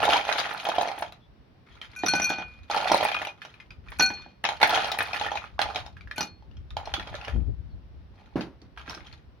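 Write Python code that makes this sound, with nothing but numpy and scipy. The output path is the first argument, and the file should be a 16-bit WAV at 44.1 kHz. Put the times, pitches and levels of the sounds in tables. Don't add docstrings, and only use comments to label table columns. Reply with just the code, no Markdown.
import sys
import numpy as np
from scipy import signal
from scipy.fft import rfft, irfft, next_fast_len
from scipy.io import wavfile
from scipy.ndimage import uniform_filter1d

SR = 44100
rng = np.random.default_rng(int(sys.argv[2]) if len(sys.argv) > 2 else 0)


def amp(db):
    return 10 ** (np.asarray(db, float) / 20)


def write(x):
    x = np.atleast_2d(x).T
    wavfile.write(sys.argv[1], SR, np.round(np.clip(x, -1, 1) * 32767).astype(np.int16))


N = 414540

# time in seconds, level in dB.
WIND = [(0, -47), (.4, -67), (1.501, -60.5), (2.95, -53.5), (3.4, -69), (3.851, -49.5), (4.4, -58.5),
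        (5.5, -50), (5.93, -46.5), (6.3, -59.5), (6.6, -45.5), (7.3, -44.5), (7.37, -18.5), (7.49, -26),
        (7.55, -41.5), (8.3, -53.5), (8.6, -55), (9.4, -55.5)]
# frequency in Hz, density in dB per Hz.
GUST_SPECTRUM = [(12, -52.5), (20, -9), (68, 0), (182, -19.5), (303, -29.5), (1000, -55.5), (1300, -80),
                 (2200, -120)]
# frequency in Hz, density in dB per Hz.
HUM_SPECTRUM = [(59, -31), (100, -5), (291, -11.5), (452, -16), (3920, -32.5), (5720, -38), (7350, -59.5),
                (15000, -59)]
HUM_DB = -60
# start in seconds, length in seconds, start pitch in Hz, end pitch in Hz, level in dB.
BIRDS = [
    (1.19, .1, 3380, 3440, -64),
    (1.67, 0.13, 3330, 3230, -62),
    (1.67, 0.09, 1900, 1940, -63),
    (7.68, 0.09, 4500, 4000, -70),
]

# start in seconds, strongest in seconds, let go in seconds, hollow rattle in dB,
# icy rattle in dB relative to it.
STIRS = [(0, 0.17, 0.21, -23.5, -11.5), (.24, 0.36, 0.75, -36, -6.5), (0.635, 0.87, 1.06, -36.5, -14.5),
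         (1.665, 2.15, 2.8, -65.5, 1), (2.03, 2.43, 2.28, -44.5, -11), (3.375, 3.46, 3.68, -66.5, -3),
         (2.698, 2.916, 3.22, -29.5, -12.5), (3.84, 4.2, 4.3, -71.5, 8), (4.438, 4.28, 4.55, -41, -3.5),
         (4.601, 4.751, 4.94, -27, -12), (5.025, 5.216, 5.44, -41, -7), (5.4, 5.479, 5.43, -65, 4.5),
         (5.592, 5.76, 5.84, -39.5, -13.5), (6.165, 6.13, 6.18, -40, -5.5), (6.765, 7.26, 7.4, -47.5, -13),
         (8.14, 8.197, 8.5, -60.5, -14), (8.763, 8.93, 9.16, -56, -5)]
STIR_START_DB, STIR_SAG_DB, STIR_RELEASE_DB_PER_S = -8, -14.5, 189
# time in seconds, pitch in Hz.
HOLLOW_PITCH = [
    (0, 727),
    (1.1, 706),
    (2.7, 775.7),
    (6.95, 801),
    (7.05, 550),
    (7.4, 612),
    (8.7, 873),
]
# frequency in Hz, level in dB under the click, t60 in seconds.
TUB_WALL = [(1380, -12, .02), (1950, -17, 0.015), (2480, -13, .036), (3130, -20, 0.025)]
# frequency in Hz, level in dB.
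CRACK_SPECTRUM = [(500, -28), (1300, 4.5), (2500, -4.5), (5000, -11.5), (16000, -13.5)]

# time in seconds, ring in dB, click in dB, click in Hz.
SLAMS = [(.029, -16.5, -21, 2830), (.053, -13, -19, 3675), (.29, -14, -23, 2476), (.651, -26, -29.5, 1600),
         (1.023, -20.5, -24.5, 1580), (2.917, -4, -18.5, 5290), (2.945, -10.5, -18.5, 4170),
         (3.028, -13, -21.5, 2335), (3.051, -13, -21, 2270), (3.271, -24.5, -28, 2800),
         (4.489, -16, -21, 2250), (4.629, -4, -8.5, 2024), (5.212, -18.5, -24, 1520),
         (5.592, -13, -17.5, 1570), (5.863, -32, -35.5, 3750), (6.768, -20, -26.5, 3190),
         (8.358, -30.5, -43, 2880)]
# time in seconds, ring in dB.
WALL_KNOCKS = [(.09, -12), (.164, -18), (.667, -18.5), (.688, -12.5), (.761, -21.5), (.783, -8),
               (.812, -13.5), (.875, -19.5), (.915, -23), (.978, -25.5), (2.7, -19), (2.764, -13.5),
               (2.822, -19), (2.899, -14.5), (3.009, -12), (4.52, -20.5), (4.776, -19), (5.242, -30),
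               (5.317, -15), (5.356, -20.5), (5.656, -24), (5.687, -28.5), (5.735, -38), (6.424, -45),
               (6.874, -24.5)]
WALL_CLICK_DB, WALL_CLICK_HZ = -14.5, 3180
# time in seconds, click in dB, click in Hz.
BUMPS = [(.133, -22.5, 3030), (.251, -28.5, 3070), (.391, -20, 4600), (1.123, -39, 3920),
         (2.712, -23, 4200), (3.217, -24.5, 1760), (3.45, -37, 2980), (4.451, -16.5, 2545),
         (4.694, -21, 3453), (4.743, -27.5, 2700), (4.756, -20, 3240), (4.917, -19, 3850),
         (5.264, -22.5, 1770), (5.373, -27, 2480), (5.616, -16, 4130), (5.759, -22, 3850),
         (7.072, -36.5, 3255), (7.142, -30, 1760), (7.281, -27.5, 1746), (8.409, -30.5, 2720)]
# time in seconds, click in dB, click in Hz.
CHINKS = [(.316, -20.5, 1600), (.699, -28, 3800), (2.745, -20.5, 1360), (3.086, -25, 2450),
          (3.116, -24.5, 2430), (3.145, -25, 2800), (3.166, -25, 2509), (3.25, -26.5, 2506),
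          (4.441, -18.5, 2864), (4.615, -16.5, 2176), (4.845, -24, 4070), (4.988, -18, 1860),
          (5.006, -14.5, 1730), (5.132, -23, 2502), (5.161, -26, 1790), (6.856, -34, 4260),
          (6.939, -18, 3540), (6.997, -27.5, 1820), (8.775, -33, 1634), (8.896, -27.5, 5555),
          (8.948, -34, 5370)]
# time in seconds, click in dB, click in Hz.
TICKS = [(1.815, -31.5, 3150), (1.836, -46.5, 1770), (3.418, -33, 1720), (3.541, -44.5, 2423),
         (3.601, -41, 2100), (3.706, -40, 2430), (3.885, -42, 2380), (3.919, -35, 1830),
         (5.968, -42.5, 1660), (6.009, -43, 2347), (6.074, -43, 1680), (6.112, -31.5, 1853),
         (6.513, -54, 2850), (6.569, -50, 3230), (6.705, -41.5, 3644), (7.213, -38.5, 2680),
         (7.248, -33, 2933), (8.617, -50, 4470), (8.878, -35.5, 1630), (9.069, -44, 3180),
         (9.127, -42, 4310)]
BUMP_RING_DB, CHINK_RING_DB, TICK_RING_DB = -0.5, -7, -21
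TICK_TONE_DB, TICK_T60_S = -3, .025
# time in seconds, ring in dB, click in dB, click in Hz.
LANDINGS = [(2.035, -12, -27.5, 1890), (2.063, -47.5, -18, 5700), (2.088, -57.5, -35, 4830),
            (2.136, -14.5, -18.5, 4260), (2.198, -20, -22, 6150), (2.302, -19.5, -23, 1610),
            (2.385, -25.5, -35.5, 1690), (3.996, -16, -15.5, 6140), (4.007, -23.5, -19.5, 2690),
            (4.103, -24, -30, 1610), (4.262, -36.5, -49.5, 1620), (6.181, -24, -26, 3020),
            (6.207, -21, -20.5, 4900), (6.232, -31, -34, 5800)]

# time in seconds, level in dB, centre in Hz.
SNAPS = [(0.0303, -34.5, 10500), (0.0498, -31.5, 9740), (0.1126, -37, 10420), (0.2703, -47.5, 9670),
         (0.376, -42, 9730), (0.5023, -49, 9950), (0.5352, -40, 10600), (0.618, -49, 9500),
         (0.6429, -39, 10400), (0.6863, -37, 10400), (0.7497, -42.5, 9850), (0.819, -33.5, 9800),
         (0.9867, -37.5, 10100), (1.0086, -40, 9870), (1.1218, -52, 10700), (2.0592, -35, 11500),
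         (2.2283, -38.5, 9760), (2.2672, -38.5, 10700), (2.2977, -38, 10760), (2.6983, -47.5, 10000),
         (2.7437, -42, 10660), (2.8305, -45, 8700), (2.9198, -31, 9850), (2.9437, -29.5, 9200),
         (2.9692, -34.5, 9580), (3.0325, -31, 11100), (3.045, -27, 9780), (3.0849, -43, 11400),
         (3.1143, -45.5, 9850), (3.2161, -46, 10400), (3.2475, -43, 9420), (3.9025, -48.5, 9900),
         (3.9868, -35, 10700), (4.4388, -38, 8420), (4.6154, -37, 9910), (4.6289, -30, 9370),
         (4.6738, -31.5, 9380), (4.6932, -25.5, 15560), (4.7571, -39, 8620), (4.8449, -49, 8980),
         (4.8718, -41, 8840), (4.9162, -33, 15400), (4.9861, -26, 10900), (5.0255, -30.5, 9860),
         (5.0704, -46, 9880), (5.1487, -45, 9860), (5.1617, -45, 10300), (5.2135, -46, 9880),
         (5.2619, -46, 9800), (5.5927, -49, 9560), (5.6151, -36.5, 8840), (5.7598, -58, 8810),
         (6.9371, -43, 8600)]
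SNAP_DB, SNAP_T60_S = 9.5, 0.049
# time in seconds, ring in dB.
ROLLS = [(0.08, -8.5), (0.122, -11), (0.224, -27), (0.269, -20), (0.356, -19), (0.441, -28.5), (0.471, -32),
         (0.561, -28), (0.855, -16), (1.007, -26), (2.747, -12), (2.802, -20), (2.873, -17), (3.069, -19.5),
         (4.552, -30.5), (4.708, -18), (4.837, -19.5), (4.974, -22.5), (5.019, -20.5), (5.091, -25.5),
         (5.149, -28.5), (5.339, -21), (5.88, -34)]
ROLL_DB = -1.5
# time in seconds, level in dB, pitch in Hz,
# t60 in seconds.
NOTES = [(3.058, -22, 2460, 0.056), (3.085, -26, 2460, 0.084), (3.123, -33, 2459, .12),
         (3.123, -29, 3170, .06), (3.144, -25, 2450, .1), (3.166, -26, 2480, 0.15),
         (3.166, -34, 3140, 0.088), (3.284, -33, 2460, 0.13), (3.417, -44, 2507, .15),
         (3.601, -43.5, 2450, .09), (3.601, -57, 5000, 0.081), (3.707, -45, 2530, 0.1),
         (4.03, -30.5, 778, .25), (4.104, -32.5, 820, 0.18), (5.004, -29, 2500, .2),
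         (5.285, -26, 1810, .05), (4.905, -26.5, 1303, 0.045), (5.582, -36, 1110, .03),
         (.158, -16, 960, .07), (.136, -21, 3150, .05), (.393, -27, 4670, .05), (5.14, -33, 2530, .08),
         (6.112, -30, 1723, 0.055), (6.112, -34, 2400, .05), (6.126, -45, 1800, .03), (6.183, -36, 830, .1),
         (6.208, -37, 2840, 0.16), (6.231, -36.5, 828, 0.16), (6.79, -48, 820, 0.046),
         (6.812, -31.5, 790, 0.045), (6.832, -34, 826, 0.046), (6.9, -45, 815, .06),
         (6.94, -32.5, 3365, 0.24), (6.94, -36, 781, .1), (7.143, -29, 579, 0.085),
         (8.777, -47, 1624, 0.23), (8.878, -45, 1610, .12), (8.93, -46, 1570, 0.28)]

DROPS_S = [
    1.96,
    3.98,
    6.16,
]
# time in seconds, then ring in dB of the low, middle and high mode.
CONTACTS = [(1.962, -43, -40, -70), (1.988, -48, -38.5, -50), (2.059, -54.5, -38, -58),
            (2.083, -27.5, -27.5, -26), (2.137, -33, -32.5, -48), (2.152, -25, -28.5, -39),
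            (2.197, -47, -34.5, -50), (2.218, -32.5, -28.5, -48), (2.243, -34.5, -24, -31.5),
            (2.262, -54, -27, -41), (2.292, -31, -30.5, -39), (2.381, -40, -36, -56),
            (3.988, -40, -38, -52), (3.999, -43.5, -23.5, -38), (4.005, -20, -26, -26),
            (4.023, -21.5, -22, -19.5), (4.059, -25.5, -28.5, -28), (4.089, -35, -36.5, -40),
            (4.11, -41.5, -38.5, -46), (4.136, -50, -40.5, -39.5), (4.218, -55, -50.5, -55.5),
            (6.16, -52, -42, -67), (6.18, -32.5, -51, -38), (6.208, -40, -38, -42),
            (6.228, -52, -41.5, -44), (6.252, -54, -50.5, -60), (6.271, -63, -53, -50.5)]
# gain in dB of the close pair of modes, gain in dB of the finest modes.
SPOTS = [(-16, -2), (-7.5, -5), (9, 5), (0, 0), (-5, -7), (-2, -4), (-3.5, -4), (2, -3), (3, -0.5),
         (-0.5, -8), (0.5, 0), (-5.5, -12), (-6, 1), (9, -2), (1.5, 2), (-5, 2), (-1, 2), (3.5, -4.5),
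         (-1, -3), (-2.5, -7), (-4, -4), (-18, -3), (-6, 5.5), (3, 4), (3, 4), (-8, -1), (-7, -6)]
# frequency in Hz, level in dB within the family, t60 in seconds, family index
GLASS_MODES = [(1501, -4, .36, 0), (2449, -3, .58, 1), (4312, -2, .46, 2), (5884, 0, .15, 3),
               (5992, -2, .15, 3), (6756, -4, .13, 3), (6993, -6, .13, 3), (8440, -8, .16, 3),
               (9722, -7, .14, 3), (10815, -8, .14, 3), (11493, -7, .14, 3), (10150, -11, .14, 3),
               (12974, -9, .14, 3), (12199, -9, .16, 3), (13797, -7, .14, 3), (15315, -6, .12, 3)]
PAIR_TOP_HZ = 6300
FINE_DB = [
    -8,
    -12,
    -2,
]
FINE_FADE_DB_PER_S = 12

# time in seconds, level in dB.
THUDS = [
    (2.913, -21),
    (6.98, -32),
    (8.357, -13),
    (8.376, -18.5),
    (8.391, -22),
    (8.622, -39),
    (8.882, -33.5),
    (8.97, -36.5),
]
LANDING_THUD_DB = -6

SPARKLE_OPEN_DB, SPARKLE_ASIDE_DB, SPARKLE_GLASS_DB = 3, 1.5, -7
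TUB_ASIDE_S, SETTLE_S = 5.2, .5
# frequency in Hz, level in dB.
MIC = [(25, -13.5), (55, 3.5), (5800, 1.5), (6900, -8), (7600, -25.5), (8500, -12), (10000, -8.5),
       (13000, -18), (15800, -15), (16600, -58)]
# frequency in Hz, left minus right in dB.
LEAN = [(80, -0.5), (250, -3.5), (700, -3.5), (2500, 2.5), (5000, 2.5), (9000, 1)]


def evened(x):
    return x / np.sqrt(np.mean(x ** 2) + 1e-20)


def add(mix, s, sound):
    part = mix[:, max(round(s * SR), 0):][:, :sound.shape[1]]
    part += sound[:, :part.shape[1]]


def coloured(x, points):
    size = next_fast_len(x.shape[-1])
    hz, db = np.transpose(points)
    gain = amp(np.interp(np.log(np.fft.rfftfreq(size, 1 / SR) + 1), np.log(hz + 1), db))
    return irfft(rfft(x, size) * gain, size)[..., :x.shape[-1]]


def wind():
    s, db = np.transpose(WIND)
    level_db = np.interp(np.arange(N) / SR, s, db)
    a, b, lumps = rng.standard_normal((3, N))
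    lumps = evened(uniform_filter1d(uniform_filter1d(lumps, 1200), 1200))
    lean_db = .32 * np.clip(level_db + 52, 0, 30)
    ports = evened(coloured(np.array([a, .3 * a + .95 * b]), GUST_SPECTRUM))
    push = ports * amp(level_db + 3.5 * lumps + np.array([[.5], [-1.5]]) * lean_db)
    return .11 * np.tanh(push / 0.1)


def hum():
    a, b = rng.standard_normal((2, N))
    bass = coloured(a - b, [(250, -2.0), (700, -23.5)])
    return amp(HUM_DB) * evened(coloured(np.array([a, b + bass]), HUM_SPECTRUM))


def ring(hz, t60_s, lag_s=0., rise_s=0.00076):
    t = np.arange(2000) / SR - np.array([[max(lag_s, 0)], [max(-lag_s, 0)]])
    t = np.maximum(t, 0)
    return amp(-60 * t / t60_s) * (1 - np.exp(-t / rise_s)) * np.sin(2 * np.pi * hz * t)


def hollow(hz, draw):
    swing = ring(hz, 0.024)
    overtone = amp(-20.0) * ring(hz * (2.2 + 0.1 * draw[0]), 0.019)
    linger = amp(-22) * ring(hz * (.75 + .15 * draw[1]), 0.076)
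    return swing + overtone + linger


def click(hz, draw, t60_s, crack_db=-6.0):
    lag_s = 0.00023 * (draw[0] - .5)
    chink = ring(hz, t60_s, lag_s, .0001)
    modes = sum(amp(-6.5 - 0.43 * d) * ring(hz * (0.582 + 1.6 * d), t60_s, lag_s, .0001) for d in draw[1:4])
    wall = sum(amp(db + 4.2 * (d - .5)) * ring(wall_hz * (.97 + .06 * d), wall_t60_s, lag_s)
               for (wall_hz, db, wall_t60_s), d in zip(TUB_WALL, draw[1:]))
    a, b = rng.standard_normal((2, 2000))
    crack = np.array([np.roll(a, round(lag_s * SR)), 0.26 * a + 1.7 * b])
    crack = coloured(coloured(crack, CRACK_SPECTRUM), [(hz / 2, -9), (hz, 0), (hz * 2, -7)])
    n = np.arange(2000)
    crack = evened(crack) * amp(crack_db - 60 * n / SR / 0.046) * np.minimum(n / 25, 1)
    side = amp(7 * (draw[4] - .5) * np.array([[1], [-1]]))
    return side * (chink + modes + wall + crack)


def blows():
    rows = SLAMS + LANDINGS + [(s, db, db + WALL_CLICK_DB, WALL_CLICK_HZ) for s, db in WALL_KNOCKS]
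    for table, ring_db in ((BUMPS, BUMP_RING_DB), (CHINKS, CHINK_RING_DB), (TICKS, TICK_RING_DB)):
        rows += [(s, db + ring_db, db, hz) for s, db, hz in table]
    return rows


def swarm(shapes, per_s, spread_db):
    size = amp(spread_db * np.minimum(rng.exponential(1, N), 4)) * (rng.random(N) < per_s / SR)
    which = rng.integers(0, len(shapes), N)
    x = sum(signal.oaconvolve((size * (which == k))[None], shape)[:, :N] for k, shape in enumerate(shapes))
    return x / np.sqrt(uniform_filter1d((x ** 2).mean(0), 4000) + 1e-9)


def aftershocks(column, t60_s):
    rows, kicks = np.array(blows()), np.zeros(N)
    kicks[(rows[:, 0] * SR).astype(int)] = amp(rows[:, column]) ** 2
    decay = amp(-120 * np.arange(8000) / SR / t60_s)
    return np.sqrt(abs(signal.oaconvolve(kicks, decay)[:N]))


def rattle():
    t = np.arange(N) / SR
    low = amp(-15.5) * aftershocks(column=1, t60_s=0.078)
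    icy = amp(-13.5) * aftershocks(column=2, t60_s=0.12)
    stir_db = [STIR_START_DB, 0, STIR_SAG_DB, STIR_SAG_DB - STIR_RELEASE_DB_PER_S]
    for start, top, end, db, icy_db in STIRS:
        effort = (t >= start) * amp(db + np.interp(t, [start, top, end, end + 1], stir_db))
        low += effort * amp(-2.0)
        icy += effort * amp(icy_db + 11.5)
    draws = rng.random((14, 8))
    hollows = [hollow(700 + 220 * d[7], d[5:]) for d in draws[:5]]
    clicks = [click(hz, d, .014, -7.0) for hz, d in zip(np.geomspace(1150, 4300, len(draws)), draws)]
    return low * swarm(hollows, 180, 3.6) + icy * swarm(clicks, 650, 4.86)


def knocks():
    out, rows = np.zeros((2, N)), blows()
    for (s, low_db, ice_db, ice_hz), draw in zip(rows, rng.random((len(rows), 8))):
        low_hz = np.interp(s, *np.transpose(HOLLOW_PITCH)) * (0.9764 + .1 * draw[7])
        body = amp(low_db + 1.5) * hollow(low_hz, draw[5:])
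        add(out, s, body + amp(ice_db - 1.5) * click(ice_hz, draw, .019))
    for s, db, hz in TICKS:
        add(out, s, amp(db + TICK_TONE_DB) * ring(hz, TICK_T60_S))
    return out


def balcony(x):
    taps, t = np.zeros((2, 16000)), np.arange(16000) / SR
    at = np.arange(100, 15980, 20) + rng.integers(0, 20, (2, 794))
    np.put_along_axis(taps, at, rng.choice([-1., 1.], at.shape), 1)
    taps[1] += coloured(taps[0] - taps[1], [(500, 1.5), (1300, -31.5)])
    dull = coloured(taps, [(1500, -5.5), (4000, -33.5)])
    tail = dull * amp(-0.5 - 60 * t / 0.22) + (taps - dull) * amp(-60 * t / .16)
    return signal.oaconvolve(x, tail / np.linalg.norm(tail[0]), axes=1)[:, :N]


def snaps():
    out, t = np.zeros((2, N)), np.arange(2000) / SR
    for (s, db, hz), burst in zip(SNAPS, rng.standard_normal((len(SNAPS), 2, 2000))):
        burst = evened(coloured(burst, [(5000, -30), (hz * .8, -6), (hz, 0), (hz * 1.8, -4), (20000, -6)]))
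        add(out, s, amp(db + SNAP_DB - 60 * t / SNAP_T60_S) * np.minimum(t / .0006, 1) * burst)
    return out


def rolls():
    out = np.zeros((2, N))
    for (s, db), draw in zip(ROLLS, rng.random((len(ROLLS), 3))):
        hz = np.interp(s, *np.transpose(HOLLOW_PITCH)) * (1 + .08 * draw[2])
        add(out, s, amp(db + ROLL_DB) * hollow(hz, draw))
    return out


def notes():
    out, t = np.zeros((2, N)), np.arange(8000) / SR
    for (s, db, hz, t60_s), turn in zip(NOTES, rng.uniform(-0.65, .5, len(NOTES))):
        tone = np.sin(2 * np.pi * hz * t + np.array([[turn], [-turn]]))
        add(out, s, amp(db - 60 * t / t60_s) * np.minimum(t / .001, 1) * tone)
    return out


def birds():
    out = np.zeros((2, N))
    for s, length_s, hz0, hz1, db in BIRDS:
        n = int(length_s * SR)
        hz = np.linspace(hz0, hz1, n) + 1000 * uniform_filter1d(rng.standard_normal(n), 60)
        add(out, s, amp(db) * np.sin(2 * np.pi * np.cumsum(hz) / SR) * np.hanning(n) * np.ones((2, 1)))
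    return out


def fine_db(s, middle_db, high_db):
    drop = max(np.searchsorted(DROPS_S, s + .01) - 1, 0)
    return max(middle_db, high_db) + FINE_DB[drop] - FINE_FADE_DB_PER_S * (s - DROPS_S[drop])


def glass():
    out = np.zeros((2, N))
    hz, db, t60_s, family = np.transpose(GLASS_MODES)[:, :, None]
    family = np.round(family).astype(int)
    fine, pair = family == 3, hz < PAIR_TOP_HZ
    fade = 40
    ends_s = [row[0] for row in CONTACTS[1:]] + [N / SR]
    draws = rng.random((len(CONTACTS), 3, len(GLASS_MODES), 1))
    for row, spot_db, end_s, draw in zip(CONTACTS, SPOTS, ends_s, draws):
        s = row[0]
        n = np.arange(round(s * SR), round(min(end_s, s + 0.4) * SR) + fade)
        damping = 1 + .3 * (s - 2) * np.where(family == 2, .3, 1)
        struck_db = np.append(row, fine_db(s, *row[2:]))[1 + family]
        level_db = struck_db + db + 6 - 60 * (n - n[0]) / SR * damping / t60_s
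        level_db += fine * (17.0 * (draw[2] - .5) + np.where(pair, *spot_db))
        buzz = uniform_filter1d(rng.standard_normal(level_db.shape), 150, 1)
        chatter = 1 + fine * np.where(pair, 10.0, 6.5) * buzz
        swing = amp(level_db) * chatter * np.minimum(np.minimum(n - n[0], n[-1] - n) / fade, 1)
        for port, sign in enumerate((1, -1)):
            phase = .25 * draw[0] + sign * (0.088 + 0.31 * draw[1])
            out[port, n] += (swing * np.cos(2 * np.pi * hz * n / SR + phase)).sum(0)
    return out


def thuds():
    out, t = np.zeros((2, N)), np.arange(9000) / SR
    shudder_spectrum = [(70, -27), (150, 2.5), (300, 1.5), (480, -7.0), (1500, -17.5), (6000, -38.0)]
    for s, db in THUDS + [(row[0], row[1] + LANDING_THUD_DB) for row in LANDINGS]:
        shudder = evened(coloured(rng.standard_normal(9000), shudder_spectrum))
        ports = np.array([shudder, 0.79 * shudder + .5 * shudder[::-1]])
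        add(out, s, amp(db) * ring(310, .03))
        add(out, s, amp(db - 14 - 60 * t / 0.322) * np.minimum(t / 0.0054, 1) * ports)
    return out


def scene():
    ice = knocks() + rattle()
    ice = ice + amp(-4) * balcony(ice)
    sparkle = coloured(ice, [(6000, -40), (7500, 0)])
    t = np.arange(N) / SR
    since_s = t - np.array(DROPS_S)[:, None]
    in_glass = ((since_s > 0) & (since_s < SETTLE_S)).any(0)
    tub_db = np.where(t > TUB_ASIDE_S, SPARKLE_ASIDE_DB, SPARKLE_OPEN_DB)
    ice = ice + sparkle * (amp(np.where(in_glass, SPARKLE_GLASS_DB, tub_db)) - 1)
    air = wind() + hum() + birds()
    return ice + air + snaps() + rolls() + notes() + glass() + thuds()


def low_pass(x):
    return signal.sosfilt(signal.butter(12, 17110, fs=SR, output="sos"), x)


def record(dry):
    hiss = amp(-86.5) * rng.standard_normal(dry.shape)
    hz, db = np.transpose(LEAN)
    ports = [coloured(x, np.transpose([hz, sign * db / 2])) for x, sign in zip(dry, (1, -1))]
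    heard = coloured(np.array(ports), MIC)
    return low_pass(1.193 * np.tanh(heard / 1.442) + hiss)


dry = scene()
out = record(dry)
write(out)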